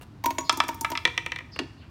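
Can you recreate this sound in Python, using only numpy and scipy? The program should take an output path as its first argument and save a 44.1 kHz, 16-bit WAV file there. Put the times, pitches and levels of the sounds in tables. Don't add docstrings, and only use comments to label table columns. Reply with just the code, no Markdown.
import sys
import numpy as np
from scipy import signal
from scipy.fft import rfft, irfft
from scipy.io import wavfile
from scipy.ndimage import uniform_filter1d

SR = 44100
rng = np.random.default_rng(int(sys.argv[2]) if len(sys.argv) > 2 else 0)


def inscribe(sig):
    pcm = np.round(np.clip(np.atleast_2d(sig).T, -1, 1) * 32767)
    wavfile.write(sys.argv[1], SR, pcm.astype(np.int16))


N = 83790
BODY_SAMPLES = 10240
RISE_S, BOARD_RISE_S = 0.00081, 0.0012


def amp(db):
    return 10 ** (np.asarray(db) / 20)


def unit(x):
    return x / np.sqrt(np.mean(x ** 2) + 1e-20)


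def decay(t, t60):
    return np.exp(-np.log(1000) * t / t60)


def read(points, hz):
    f, value = np.transpose(points)
    return np.interp(np.log(hz + 1), np.log(f + 1), value)


def add(mix, s, sound):
    part = mix[max(round(s * SR), 0):][:len(sound)]
    part += sound[:len(part)]


def colour(x, points, size=1024):
    log_gain = np.log(amp(read(points, abs(np.fft.fftfreq(size, 1 / SR)))))
    taps = np.fft.ifft(np.exp(np.conj(signal.hilbert(log_gain)))).real
    return signal.fftconvolve(x, taps[:size // 2])[:len(x)]


def ring(modes, rise_s=RISE_S):
    t = np.arange(BODY_SAMPLES) / SR
    sines = sum((-1) ** k * amp(db) * decay(t, t60) * np.sin(2 * np.pi * hz * t)
                for k, (hz, db, t60) in enumerate(modes))
    return (1 - np.exp(-t / rise_s)) * sines


def burst(t60, count, even_hz=570):
    t = np.arange(count) / SR
    spectrum = rfft(rng.standard_normal(count) * decay(t, t60))
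    band_power = uniform_filter1d(abs(spectrum) ** 2, int(even_hz * count / SR))
    even = irfft(spectrum / np.sqrt(band_power), count)
    fade = np.exp(-(t / t60 / 2) ** 2)
    return even * fade * np.sqrt(SR * t60 / (2 * np.log(1000)))


def crack(eq, level_db, t60, top_t60, split_hz=4470, count=2048):
    low = signal.lfilter(*signal.butter(4, split_hz, fs=SR), burst(t60, count))
    high = signal.lfilter(*signal.butter(4, split_hz, "high", fs=SR), burst(top_t60, count))
    shaped = colour(low + high * np.sqrt(t60 / top_t60), eq, size=512)
    mean_gain = np.sqrt(np.mean(amp(read(eq, np.linspace(0, SR / 2, SR // 100))) ** 2))
    return np.pad(amp(level_db) * shaped / mean_gain, (0, BODY_SAMPLES - count))


def strikes(hits, body, bands_hz=(900, 2200, 5200, 12000)):
    out = np.zeros(N)
    for s, *tone_db in hits:
        add(out, s, colour(body(), list(zip(bands_hz, tone_db))))
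    return out


# (frequency [Hz], relative level [dB])
AIR_SPECTRUM = [(20, -31), (45, -10.5), (80, 1.5), (130, -2), (190, -10), (290, -8.5), (500, -25),
                (1050, -23), (2000, -32.5), (4300, -37.5), (5500, -41.5), (9500, -53), (11000, -53),
                (16000, -57)]

def air(level_db=-47):
    gain = amp(read(AIR_SPECTRUM, np.fft.rfftfreq(N, 1 / SR)))
    return amp(level_db) * unit(irfft(rfft(rng.standard_normal(N)) * gain, N))


# (time [s], length [s], start pitch [Hz], end pitch [Hz], level at mid-swell [dB])
CHIRPS = [(0.427, 0.077, 4850, 4150, -50), (1.511, .055, 5310, 4200, -50), (1.76, 0.071, 4600, 3910, -65),
          (1.79, 0.062, 2820, 2660, -61.5), (1.804, 0.042, 1830, 1656, -64)]

def chirps(fuzz_hz=387):
    out = np.zeros(N)
    lowpass = signal.butter(2, fuzz_hz, fs=SR, output="sos")
    for s, length, start_hz, end_hz, db in CHIRPS:
        fuzz = signal.sosfilt(lowpass, rng.standard_normal(BODY_SAMPLES))
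        n = int(length * SR)
        tone = np.sin(2 * np.pi * np.cumsum(np.linspace(start_hz, end_hz, n)) / SR)
        add(out, s, amp(db) * np.hanning(n) * unit(tone * fuzz[:n]))
    return out


# (frequency [Hz], t60 [s])
PORCH_DECAY = [(200, .5), (900, 0.66), (2200, 0.64), (5000, 0.72), (9000, 0.98), (16000, 1.26)]
# (frequency [Hz], gain [dB])
PORCH_EQ = [(200, 0), (370, 2.5), (600, 1), (1000, 0), (1450, 2.5), (2200, -0.5), (5000, -2.5), (9000, -2),
            (16000, -5)]

def porch(send, early_db=-12, early_delay_s=0.004, tail_db=-14, tail_delay_s=0.014):
    hz, t, noise = signal.stft(rng.standard_normal(SR), SR, nperseg=256)
    _, tail = signal.istft(noise * decay(t, read(PORCH_DECAY, hz)[:, None]), SR, nperseg=256)
    early = burst(t60=0.18, count=BODY_SAMPLES)
    echo = np.zeros(SR)
    add(echo, early_delay_s, amp(early_db) * early / np.linalg.norm(early))
    add(echo, tail_delay_s, amp(tail_db) * tail / np.linalg.norm(tail))
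    return signal.fftconvolve(send, colour(echo, PORCH_EQ))[:N]


# (frequency [Hz], level [dB], t60 [s])
FRAME_MODES = [(267.5, -1.5, 0.11), (329, -1.5, 0.12), (380, -1.5, 0.05), (630, -12, 0.061),
               (916, -6, 0.043)]

def frame_thud():
    return ring(FRAME_MODES, BOARD_RISE_S)


# (time [s], bass [dB], middle [dB], treble [dB], top [dB])
ROD_HITS = [(.012, -16, -23.5, -35, -15), (.021, -16, -29, -29, -12), (.030, -23, -26.5, -29.5, -15),
            (1.5610, -6.5, -11, -29, -21.5), (1.5902, 3.5, 0.5, -1.5, -11.5)]
# (frequency [Hz], level [dB], t60 [s])
ROD_MODES = [(480, -39, 0.026), (697, -45.5, 0.061), (950, -39.5, 0.035), (1230, -36.5, .04),
             (1750, -29, 0.032), (2300, -32, 0.016), (2823, -17, 0.026), (2850, -49, 0.17),
             (4510, -29, 0.01)]
# (frequency [Hz], relative level [dB])
ROD_CRACK = [(60, -23), (300, -3.5), (1000, -2.5), (2500, -1.5), (3500, 0.5), (4600, -3), (7000, -9.5),
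             (9500, -13.5), (11000, -19), (16000, -26)]
# (time [s], gain [dB])
FRAME_ROCKS = [(1.5963, -26.5), (1.6160, -29), (1.64, -40.5)]

def rod():
    modes = ring(ROD_MODES)
    out = strikes(ROD_HITS, lambda: modes + crack(ROD_CRACK, level_db=-22.5, t60=0.04, top_t60=0.031))
    for s, db in FRAME_ROCKS:
        add(out, s, amp(db) * frame_thud())
    return out


# (time [s], bass [dB], middle [dB], treble [dB], top [dB])
TRAY_HITS = [(1.0526, 2.5, 6, -0.5, -3.5), (1.0755, -2.5, -11, -16.5, -19), (1.1775, -5, -0.5, -9, -7.5),
             (1.2622, -8, -5, -16, -8), (1.3196, -9, -6, -17, -16), (1.3606, -14.5, -9.5, -22.5, -18),
             (1.3876, -16, -12, -27, -18.5), (1.4070, -19, -18.5, -50.5, -32)]
# (frequency [Hz], level [dB], t60 [s])
TRAY_MODES = [(329.4, -38.5, 0.17), (497, -33.5, 0.074), (700, -34.5, 0.037), (937, -30.5, 0.12),
              (1029, -31.5, 0.079), (1253, -25, 0.033), (1827, -15.5, 0.022), (1960, -16.5, 0.019),
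              (2080, -23.5, 0.03), (2347, -20.5, 0.049), (2630, -18, 0.011), (3090, -23, .022),
              (3450, -26, 0.031), (4150, -14, 0.01), (5250, -25.5, 0.016), (5780, -19, 0.012)]
# (frequency [Hz], relative level [dB])
TRAY_CRACK = [(300, -14), (1000, -13.5), (1500, -8.5), (2000, 0), (3300, 0), (4800, -9.5), (5700, -4.5),
              (7000, -15), (9200, -19), (10500, -33), (16000, -29)]

def tray():
    modes = ring(TRAY_MODES, rise_s=0.00097)
    return strikes(TRAY_HITS,
                   lambda: modes + crack(TRAY_CRACK, level_db=-12.5, t60=0.02, top_t60=0.0074))


# (time [s], bass [dB], middle [dB], treble [dB], top [dB])
CLACK_HITS = [(.4948, 3, -1, 2.5, -4.5), (.6022, 1.5, 1, -7.5, -7.5), (.8468, -7.5, 0.5, -19, -9),
              (.9527, -17.5, -4, -22, -30), (.9744, -20, -4.5, -13.5, -17)]
# (frequency [Hz], level [dB], t60 [s])
CLACK_MODES = [(292, -36, 0.06), (460, -40, 0.025), (655, -27, 0.048), (949, -19, 0.06),
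               (1166, -14.5, 0.04), (1302, -14.5, 0.044), (1738, -25, 0.05), (2046, -22, 0.032),
               (2357, -18.5, 0.03), (2673, -25.5, 0.049), (3252, -16, 0.019), (3486, -18.5, .035),
               (4040, -24, .035), (5125, -21.5, 0.044), (5800, -28.5, 0.031)]
# (frequency [Hz], relative level [dB])
CLACK_CRACK = [(300, -24), (1000, -2), (2000, -5), (2600, -6.5), (3400, 1.5), (4500, -6.5), (5300, 2),
               (6200, -9.5), (8200, -12), (10000, -22), (16000, -33)]

def rails_and_dividers():
    modes = ring(CLACK_MODES)
    return strikes(CLACK_HITS,
                   lambda: modes + crack(CLACK_CRACK, level_db=-10.5, t60=0.021, top_t60=0.0098))


# (frequency [Hz], level [dB], t60 [s])
BOARD_MODES = [(437, -38, 0.045), (566, -35, 0.031), (647.6, -26.5, 0.05), (971, -22, 0.043),
               (1466, -32.5, 0.028), (1806, -27, 0.018), (2250, -24.5, 0.016)]
# (frequency [Hz], relative level [dB])
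BOARD_CRACK = [(300, -7.5), (1000, -3.5), (1500, -6.5), (2300, -1), (4500, -6), (7000, -15), (16000, -32)]

def board_knock():
    return ring(BOARD_MODES, BOARD_RISE_S) + crack(BOARD_CRACK, level_db=-28, t60=0.036, top_t60=0.038)


# (frequency [Hz], level [dB], t60 [s])
TICK_MODES = [(3410, -55.5, 0.032), (4700, -50, .04), (5800, -44, 0.05), (7300, -42.5, 0.047),
              (9450, -42.5, 0.052), (12960, -43, 0.036), (13800, -41, 0.035)]
# (frequency [Hz], relative level [dB])
TICK_CRACK = [(500, -13), (3500, -13.5), (6000, 6), (7300, 3), (8200, -3), (9500, 3.5), (10400, -4.5),
              (13000, 4.5), (16000, 1)]

def glass_tick(top_db):
    tick = ring(TICK_MODES) + crack(TICK_CRACK, level_db=-26, t60=0.031, top_t60=0.026)
    return colour(tick, [(9500, 0), (13500, top_db)])


# (time [s], pitch [Hz], ring level [dB], ring t60 [s], overtone level [dB],
# board knock [dB], frame thud [dB], glass tick [dB], tick shelf [dB])
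PEG_HITS = [(.2390, 1037, -22.5, 0.22, -42, -8, -41.5, -13.5, 6),
            (.2400, 924, -12, 0.042, -41, -5.5, -61.5, -20, -2),
            (0.2586, 942, -13, 0.14, -38, 2.5, -28.5, 1, 3),
            (.3059, 1057, -33.5, 0.12, -44, -3, -33, -15.5, 6),
            (0.3834, 1104, -33.5, 0.22, -27.5, 3, -30, -1, -16),
            (.4060, 947, -31.5, 0.21, -41, -15, -44.5, -24, 5),
            (.5255, 1020, -27.5, .15, -42, -7, -34, -5, -8),
            (.5730, 900, -31, 0.17, -58, -14, -31.5, -2, -4),
            (.6370, 952, -43, 0.11, -54, -8, -36, -17.5, -8),
            (.6820, 921, -40, 0.15, -42, -15, -45, -3, -6.5),
            (0.6883, 921, -24, 0.25, -62, -1, -35, -11, 2),
            (.7450, 918, -43, 0.18, -53.5, -23, -46, -15, 4.5),
            (0.81, 912, -29.5, 0.49, -48.5, -17, -37.5, 3, -2.5),
            (.9020, 907, -34, 0.27, -46.5, -12, -37, -8, 2),
            (0.9172, 944, -26.5, 0.16, -56, -0.5, -35.5, -11, -5)]

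def pegs(overtone_ratio=6.15, split=0.0174, overtone_t60=0.075):
    out = np.zeros(N)
    for s, hz, ring_db, t60, overtone_db, knock_db, thud_db, tick_db, top_db in PEG_HITS:
        pair = [(hz * overtone_ratio * (1 + side * split / 2), overtone_db + side * 2, overtone_t60)
                for side in (-1, 1)]
        ping = ring([(hz, ring_db, t60)], rise_s=0.0038) + ring(pair)
        knock = amp(knock_db) * board_knock()
        thud = amp(thud_db) * frame_thud()
        tick = amp(tick_db) * glass_tick(top_db)
        add(out, s, ping + knock + thud + tick)
    return out


def scene(far_send_db=16):
    bed, far = air(), chirps()
    toy = pegs() + rails_and_dividers() + tray() + rod()
    reverb = porch(toy + amp(far_send_db) * far)
    return (toy + far + reverb + bed)[None]


def record(dry, cutoff_hz=16100):
    lowpass = signal.firwin(255, cutoff_hz, window=("kaiser", 9), fs=SR)
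    return signal.oaconvolve(dry, lowpass[None], "same")


dry = scene()
out = record(dry)
inscribe(out)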